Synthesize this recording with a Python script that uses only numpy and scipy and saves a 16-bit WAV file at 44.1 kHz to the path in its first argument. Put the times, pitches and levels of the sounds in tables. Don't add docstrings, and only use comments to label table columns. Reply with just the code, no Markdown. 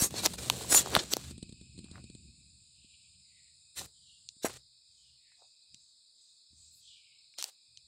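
import sys
import numpy as np
from scipy import signal
from scipy.fft import rfft, irfft, next_fast_len
from scipy.io import wavfile
from scipy.ndimage import uniform_filter1d, map_coordinates

SR = 44100
rng = np.random.default_rng(int(sys.argv[2]) if len(sys.argv) > 2 else 0)


def output_pcm(signal):
    pcm = np.clip(np.atleast_2d(signal).T, -1, 1) * 32767
    wavfile.write(sys.argv[1], SR, np.round(pcm).astype(np.int16))


N = 347067
TIME_S = np.arange(N) / SR


def amp(db):
    return 10 ** (np.asarray(db) / 20)


def unit(x):
    return x / np.sqrt(np.mean(x ** 2) + 1e-20)


def noise():
    return rng.standard_normal(N)


def wobble(rate_hz):
    knots = rng.standard_normal(int(N * rate_hz / SR) + 4)
    return map_coordinates(knots, [np.arange(N) * rate_hz / SR])


def filtered(x, response):
    m = next_fast_len(N + SR // 2)
    return irfft(rfft(x, m) * response(np.fft.rfftfreq(m, 1 / SR)), m)[:N]


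def coloured(x, spectrum):
    f, db = np.transpose(spectrum)
    return unit(filtered(x, lambda hz: amp(np.interp(np.log(hz + 1), np.log(f), db))))


def band(x, hz, ratio):
    ratio = max(ratio, 1.02)
    edges_hz = [hz / ratio, min(hz * ratio, 0.45 * SR)]
    return signal.sosfilt(signal.butter(2, edges_hz, "bandpass", fs=SR, output="sos"), x)


def split(x, edge_hz):
    low = filtered(x, lambda hz: 1 / (1 + (hz / edge_hz) ** 4))
    return low, x - low


def patchy(x, depth_db):
    z = signal.stft(x, nperseg=1024)[2]
    field = uniform_filter1d(rng.standard_normal(z.shape), size=4, axis=0)
    field = uniform_filter1d(field, size=5, axis=1)
    return unit(signal.istft(z * amp(depth_db * unit(field)), nperseg=1024)[1][:N])


def slips(rate_hz, spread_db):
    hits = rng.random(N) < rate_hz / SR
    size = amp(spread_db * rng.uniform(-1.5, 1, N))
    return unit(hits * noise() * size)


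def ring(t, hz, cycles):
    u = t * hz / cycles
    swing = u * np.exp(-u) * np.sin(2 * np.pi * hz * t)
    return swing / np.abs(swing).max()


def add(track, s, sound):
    part = track[round(s * SR):][:len(sound)]
    part += sound[:len(part)]


def kitchen(x):
    t = np.arange(SR // 2) / SR
    tail = rng.standard_normal(len(t)) * amp(-60 * t / 0.11)
    return signal.fftconvolve(x, tail / np.linalg.norm(tail))[:N]


# frequency in Hz, relative density in dB.
HISS_SPECTRUM = [(200, -20), (1900, -31), (2250, -23.5), (2520, -4.5), (2950, -30.5), (3400, -11),
                 (3850, 2.5), (5200, 2.5), (5650, -33.5), (6400, -21), (7200, 1.5), (9200, -6),
                 (10200, -32), (15500, -40.5)]
# time in seconds, gain in dB.
NARROW_GAIN = [(2.1, 11), (2.6, 1.5), (3.75, 2), (3.95, -11), (4.65, -11), (4.85, -1), (5.8, -1),
               (5.9, -13), (6.5, -7.5), (6.65, -1.5), (7.8, 1.5)]
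HISS_DB, UPPER_GAIN_DB = -63, 1.5
UPPER_DROP_S, UPPER_DROP_DB = 4.6, -5.5


def background():
    hiss = patchy(coloured(noise(), HISS_SPECTRUM), depth_db=1.84)
    narrow = filtered(hiss, lambda hz: (hz > 2150) & (hz < 2950))
    upper = filtered(hiss, lambda hz: (hz > 5900) & (hz < 10500))
    main = hiss - narrow - upper
    narrow_db = np.interp(TIME_S, *np.transpose(NARROW_GAIN)) + 1.1 * wobble(22)
    upper_db = UPPER_GAIN_DB + UPPER_DROP_DB * (TIME_S > UPPER_DROP_S)
    return amp(HISS_DB) * (main + amp(upper_db) * upper + amp(narrow_db) * narrow)


# crest in seconds, rise and fall in seconds (to 1/e), level in dB
# before the flutter, resonance at the crest in Hz.
SWISH_EVENTS = [(1.599, 0.64, -74.5, 2510), (2.938, 0.22, -68.5, 2450), (3.4, 0.13, -74, 1920),
                (4.106, 0.14, -66, 2840), (5.061, 0.12, -70.5, 2930), (5.303, 0.09, -77, 1780),
                (5.432, 0.039, -72.5, 600), (6.772, 0.039, -68.5, 8700), (6.92, 0.084, -59, 2956),
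                (7.059, 0.16, -67.5, 2280)]
SWISH_BELOW_OCTAVES, SWISH_ABOVE_OCTAVES = 0.067, 0.75
RESONANCE_DB, RESONANCE_OCTAVES = -5.5, 0.017
SINK_OCTAVES, LEVELS_OFF_LENGTHS = 0.12, 0.25


def swishes():
    out = np.zeros(N)
    crest_s = 1
    burst_t = np.arange(2 * SR) / SR
    for s, length_s, db, resonance_hz in SWISH_EVENTS:
        hz, t, z = signal.stft(rng.standard_normal(2 * SR), SR, nperseg=1024)
        sunk = SINK_OCTAVES * np.clip((t - crest_s) / length_s, -2, LEVELS_OFF_LENGTHS)
        octaves = np.log2((hz[:, None] + 1) / resonance_hz) + sunk
        side = np.where(octaves < 0, SWISH_BELOW_OCTAVES, SWISH_ABOVE_OCTAVES)
        resonance = amp(RESONANCE_DB) * np.exp(-(octaves / RESONANCE_OCTAVES) ** 2)
        shape = np.exp(-(octaves / side) ** 2) + resonance
        burst = unit(signal.istft(z * shape, SR, nperseg=1024)[1][:2 * SR])
        swell = np.exp(-((burst_t - crest_s) / length_s) ** 2)
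        add(out, s - crest_s, amp(db) * burst * swell)
    return out * amp(1.8 * wobble(40))


# start of full weight in seconds, hold in seconds,
# weight in dB (relative), easing in dB per second.
ROLL_EVENTS = [(0, 0.95, -52.5, 9.5), (1.748, 0.29, -57.5, 16.5), (3.324, 0.18, -76, 141),
               (3.795, 0.053, -60.5, 249), (3.88, 0.11, -73.5, 19.5), (4.473, 0.072, -62, 146.5),
               (4.899, 0.14, -81, 27), (5.729, 0.021, -73, 160.5), (6.536, 0.058, -72.5, 33),
               (7.709, 0.11, -79.5, 30.5)]
# frequency in Hz, relative density in dB.
RUMBLE_SPECTRUM = [(20, -23.5), (40, -18.5), (62, 1), (130, -0.5), (230, 0), (340, -7), (520, -31),
                   (1700, -66)]
# frequency in Hz, relative level in dB.
BOARD_HUMS = [(78, -11), (126, -5), (182, -10.5)]
PRESS_S = 0.025
MID_DB_PER_DB, TOP_DB_PER_DB = 0.5, 0.7


def rolling():
    weight = np.zeros(N)
    for start_s, hold_s, db, easing_db_per_s in ROLL_EVENTS:
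        press = np.exp(-(np.minimum(TIME_S - start_s, 0) / PRESS_S) ** 2)
        eased_db = db - easing_db_per_s * np.maximum(TIME_S - start_s - hold_s, 0)
        weight = np.maximum(weight, press * amp(eased_db))
    hums = sum(amp(db) * unit(band(noise(), hz, ratio=1.025)) for hz, db in BOARD_HUMS)
    rumble = coloured(slips(rate_hz=1100, spread_db=-1.0), RUMBLE_SPECTRUM)
    deep, upper = split(rumble + hums, edge_hz=135)
    middle, top = split(upper, edge_hz=53)
    pressure = weight / weight.max()
    lifted = pressure ** MID_DB_PER_DB * (middle + pressure ** TOP_DB_PER_DB * top)
    return amp(3.0 + 2.6 * wobble(12)) * weight * (deep + lifted)


# crest in seconds, level in dB.
PASS_EVENTS = [(4.98, -70), (5.42, -70.5), (5.81, -69.5), (6.24, -67.5), (6.621, -61.5), (6.85, -65.5)]
# frequency in Hz, relative density in dB.
BRUSH_SPECTRUM = [(2300, -34.5), (3500, -13), (5000, -1), (5800, -11.5), (6800, 0.5), (8200, 2),
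                  (9300, -16), (10500, -33)]
PASS_RISE_S, PASS_FALL_S = 0.075, 0.14


def passes():
    swell = np.zeros(N)
    for crest_s, db in PASS_EVENTS:
        span_s = np.where(TIME_S < crest_s, PASS_RISE_S, PASS_FALL_S)
        swell += amp(db) * np.exp(-((TIME_S - crest_s) / span_s) ** 2)
    return swell * patchy(coloured(noise(), BRUSH_SPECTRUM), depth_db=4.0)


# middle in seconds, half length in seconds, level in dB.
RUSTLE_EVENTS = [(1.9, 0.063, -75.5)]
CRUMBS_PER_S = 550


def rustles():
    level = sum(amp(db) * np.exp(-((TIME_S - s) / half_s) ** 4) for s, half_s, db in RUSTLE_EVENTS)
    return level * unit(band(slips(CRUMBS_PER_S, spread_db=5.5), hz=970, ratio=1.7))


# time in seconds, peak in dB, centre in Hz.
TICK_EVENTS = [(0.2325, -28.5, 5000), (1.956, -41.5, 1310), (1.98, -46, 1470), (3.793, -23.5, 4300),
               (4.289, -26, 4600), (4.484, -34.5, 6760), (5.319, -60, 1504), (5.42, -53.5, 690),
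               (5.745, -36, 4760), (7.339, -48.5, 3230), (7.391, -27.5, 5050), (7.402, -33, 4800),
               (7.4123, -29, 4800), (7.7733, -34.5, 4600)]
TICK_T60_S, TICK_BAND_RATIO = 0.0085, 1.43


def ticks():
    out, t = np.zeros(N), np.arange(SR // 30) / SR
    for s, db, hz in TICK_EVENTS:
        burst = rng.standard_normal(len(t)) * amp(-60 * t / TICK_T60_S)
        burst = band(burst, hz, TICK_BAND_RATIO)
        burst = band(burst, hz, ratio=2.23)
        add(out, s, amp(db) * burst / np.abs(burst).max())
    return out


# time in seconds,
# strength in dB before filtering.
BUMP_EVENTS = [(0.022, -21), (0.971, -20.5), (1.311, -34), (1.38, -37), (1.428, -31), (1.494, -40),
               (1.526, -39.5), (1.613, -41.5), (1.779, -40.5), (1.79, -36), (1.844, -38), (1.914, -39),
               (2.041, -40), (2.1, -39.5), (2.151, -39.5), (2.845, -53), (4.365, -57.5), (5.742, -56.5),
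               (6.53, -57)]
# frequency in Hz, relative density in dB.
SKIN_SPECTRUM = [(400, -5.5), (1500, -17.5), (2600, -8.5), (4300, 8.5), (5700, -17), (8000, 7),
                 (9500, -2.5), (11000, -33)]
BUMP_TOP_HZ, BUMP_HZ_PER_DB = 1340, 17.5


def bumps():
    out, touch = np.zeros(N), np.zeros(N)
    t = np.arange(SR // 20) / SR
    for s, db in BUMP_EVENTS:
        top_hz = np.clip(BUMP_TOP_HZ + BUMP_HZ_PER_DB * db, 200, 2000)
        cushion = signal.butter(4, top_hz, fs=SR, output="sos")
        swing = -amp(db) * ring(t, hz=193.5, cycles=0.22)
        add(out, s - 0.001, signal.sosfilt(cushion, swing))
        onset = 1 - np.exp(-(t / 0.0009) ** 2)
        add(touch, s - 0.002, amp(db - 60 * t / 0.032) * onset)
    brush = touch * coloured(noise(), SKIN_SPECTRUM)
    return band(out, hz=164.8, ratio=4.6) + amp(-8.5) * brush


# time in seconds, snap level in dB, snap pitch in Hz,
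# knock level in dB, knock pitch in Hz, knock swell in cycles.
CLACK_EVENTS = [(0.1415, -34, 3950, -24.5, 580, 0.12), (0.2355, -34, 5400, -30, 810, 0.5),
                (0.2545, -11.5, 5790, -20, 890, 0.33), (0.2578, -18.5, 5020, -21.5, 1113, 0.35),
                (0.2602, -6.5, 4760, -27, 487, 0.13), (.2638, -11, 5600, -15.5, 593, 0.098),
                (0.2706, -24, 3420, -29, 810, 0.26), (0.4997, -6.5, 3740, -20, 975, 0.76),
                (0.7445, -23, 4000, -19, 700, 0.4), (0.7469, -17.5, 2218, -15.5, 700, 0.15),
                (0.8605, -29, 5120, -24.5, 994, 0.22), (0.9516, -6.5, 3988, -16.5, 1120, 0.38),
                (0.9649, -15.5, 3070, -4, 1080, 0.2), (1.1361, -7.5, 4500, -21, 427, 0.14),
                (1.168, -15, 6360, -17.5, 533, 0.072), (4.446, -35, 3520, -13, 458, 0.15),
                (7.386, -25.5, 4580, -42, 673, 0.39), (7.4259, -19.5, 6060, -36.5, 1160, 0.41),
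                (7.4419, -17, 5500, -41.5, 660, 0.42)]
# frequency in Hz, mean relative level in dB.
PIN_MODES = [(2550, -6.5), (3650, -5.5), (4550, -0.5), (6050, -2.5), (7500, -3)]
PIN_T60_S, PIN_REACH_OCTAVES = 0.013, 0.8
RING_DB, RING_DB_PER_DB = -24.5, 1


def pin_ring(t, snap_hz):
    out = np.zeros(len(t))
    for hz, db in PIN_MODES:
        decay = amp(db + rng.normal(0, 2) - 60 * t / PIN_T60_S)
        reach = np.exp(-(np.log2(hz / snap_hz) / PIN_REACH_OCTAVES) ** 2 / 2)
        out += decay * reach * np.sin(2 * np.pi * (hz * t + rng.random()))
    return band(out, hz=4500, ratio=2)


def clacks():
    out, t = np.zeros(N), np.arange(SR // 30) / SR
    for s, snap_db, snap_hz, knock_db, knock_hz, cycles in CLACK_EVENTS:
        crack = rng.standard_normal(len(t)) * amp(-60 * t / 0.005)
        width = 3.5 + 0.045 * snap_db
        snap = band(ring(t, snap_hz, cycles=0.519) + 0.5 * crack, snap_hz, ratio=width)
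        edge = amp(-3.5 + 0.42 * snap_db) * ring(t, hz=10500, cycles=0.1)
        snap += band(edge, hz=10460, ratio=1.3)
        knock = ring(t, knock_hz, cycles) + 0.13 * ring(t, knock_hz * 0.42, cycles)
        knock = band(knock, knock_hz, ratio=2.0)
        knock += 0.18 * ring(t, knock_hz * 2.0, cycles)
        pin = amp(RING_DB + RING_DB_PER_DB * snap_db) * pin_ring(t, snap_hz)
        add(out, s, amp(snap_db) * snap + pin + amp(knock_db) * knock)
    return out


# start of full grip in seconds, length in seconds, level in dB
# before the wobble, brightness in dB, bass in dB.
PUSH_EVENTS = [(0.13, 0.23, -49, 1, -4), (0.411, 0.42, -43, 0.5, -1), (0.829, 0.21, -43, -11, 1.5),
               (1.04, 0.28, -50, -5, -13), (3.807, 0.056, -50.5, 3, -2), (4.455, 0.12, -51, -8.5, -7),
               (7.435, 0.064, -52.5, 0.5, -15.5)]
# frequency in Hz, relative density in dB.
PALM_SPECTRUM = [(130, -40), (230, -10), (350, 6.5), (550, 4.5), (900, -5.5), (2200, -8.5), (4100, -1),
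                 (5600, -6), (7800, -0.5), (9500, -5.5), (10800, -13), (15500, -16)]
GRIP_S = 0.043
LET_GO_DB, TRAIL_DB_PER_S = -12, 376.5
RIBS_PER_S, RIBS_DB = 24, -13


def palm():
    skin = coloured(slips(rate_hz=9000, spread_db=2.0), PALM_SPECTRUM)
    dull, bright = split(patchy(skin, depth_db=1.0), edge_hz=9400)
    bass, dull = split(dull, edge_hz=870.0)
    crumbs = unit(band(slips(rate_hz=60, spread_db=2.5), hz=2500, ratio=6.7))
    ribs = unit(band(slips(RIBS_PER_S, spread_db=0.5), hz=810, ratio=1.3))
    low = bass + amp(RIBS_DB) * ribs
    out = np.zeros(N)
    for start_s, length_s, db, bright_db, bass_db in PUSH_EVENTS:
        past_s = TIME_S - start_s - length_s
        release_db = np.where(past_s > 0, LET_GO_DB - TRAIL_DB_PER_S * past_s, 0)
        grip = np.clip((TIME_S - start_s) / GRIP_S + 1, 0, 1) * amp(release_db)
        rub = dull + amp(bright_db) * bright + amp(bass_db) * low + amp(-18.0) * crumbs
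        out += uniform_filter1d(grip, size=200) * amp(db) * rub
    return out * amp(1.2 * wobble(70))


# crest in seconds, rise in seconds, fall in seconds, level in dB,
# brightness (bright over dull part) in dB, board share in dB relative to the level.
SCRAPE_EVENTS = [(0.029, 0.031, 0.034, -28, 13.5, -10), (0.108, 0.0015, 0.0047, -43, 3, -5.5),
                 (.185, 0.036, 0.028, -38, -6, -8), (0.257, 0.026, 0.01, -30.5, 3, -11.5),
                 (0.336, 0.001, 0.01, -41, 3, -7.5), (0.387, 0.006, 0.0093, -42, -9, -9.5),
                 (0.723, 0.023, 0.021, -28.5, 11, -10), (0.727, 0.006, 0.0051, -24, 5, -3),
                 (0.752, 0.016, 0.025, -24, 19.5, -13), (0.776, 0.0076, 0.03, -24, 7.5, -12),
                 (0.968, 0.04, 0.0097, -35.5, -3, 2.5), (.993, 0.0066, 0.013, -40, -25.5, -5),
                 (1.136, 0.021, 0.002, -30.5, 2, -13), (1.97, 0.035, 0.031, -71.5, -10, 12),
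                 (3.784, 0.017, 0.027, -36.5, -0.5, -21), (4.441, 0.012, 0.004, -41, -3.5, -49),
                 (4.452, 0.0036, 0.019, -36.5, 9.5, 3.5), (4.499, 0.0057, 0.0073, -50.5, 0, 5.5),
                 (7.39, 0.009, 0.036, -45, -6, -20.5)]
# frequency in Hz, relative density in dB.
FLOUR_SPECTRUM = [(700, -25.5), (1500, -11), (2600, -11), (4000, -1.5), (5300, -5.5), (7500, -3),
                  (9300, -6.5), (10500, -12), (15500, -18)]
# frequency in Hz, relative density in dB.
BOARD_SPECTRUM = [(90, -35.5), (170, -25), (280, 4), (450, 2), (900, -2), (1600, -4), (2600, -9),
                  (5000, -35.5)]


def scrapes():
    flour = coloured(slips(rate_hz=30000, spread_db=3.5), FLOUR_SPECTRUM)
    dull, bright = split(patchy(flour, depth_db=4.5), edge_hz=6140)
    board = patchy(coloured(slips(rate_hz=20000, spread_db=1.5), BOARD_SPECTRUM), depth_db=1.5)
    power = np.zeros((3, N))
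    for crest_s, rise_s, fall_s, db, bright_db, board_db in SCRAPE_EVENTS:
        near = np.abs(TIME_S - crest_s) < 4 * max(rise_s, fall_s)
        t = TIME_S[near] - crest_s
        stroke = np.exp(-(t / np.where(t < 0, rise_s, fall_s)) ** 2)
        gains = amp([[db - bright_db / 2], [db + bright_db / 2], [db + board_db]])
        power[:, near] += (gains * stroke) ** 2
    return np.sum(np.sqrt(power) * [dull, bright, board], axis=0)


def scene():
    near = scrapes() + palm() + clacks() + ticks() + bumps() + rustles() + rolling() + passes()
    return (near + amp(-18.5) * kitchen(near) + swishes() + background())[None]


TOP_HZ = 15800


def record(dry):
    return filtered(dry[0], lambda hz: 1 / (1 + (hz / TOP_HZ) ** 120))[None]


dry = scene()
out = record(dry)
output_pcm(out)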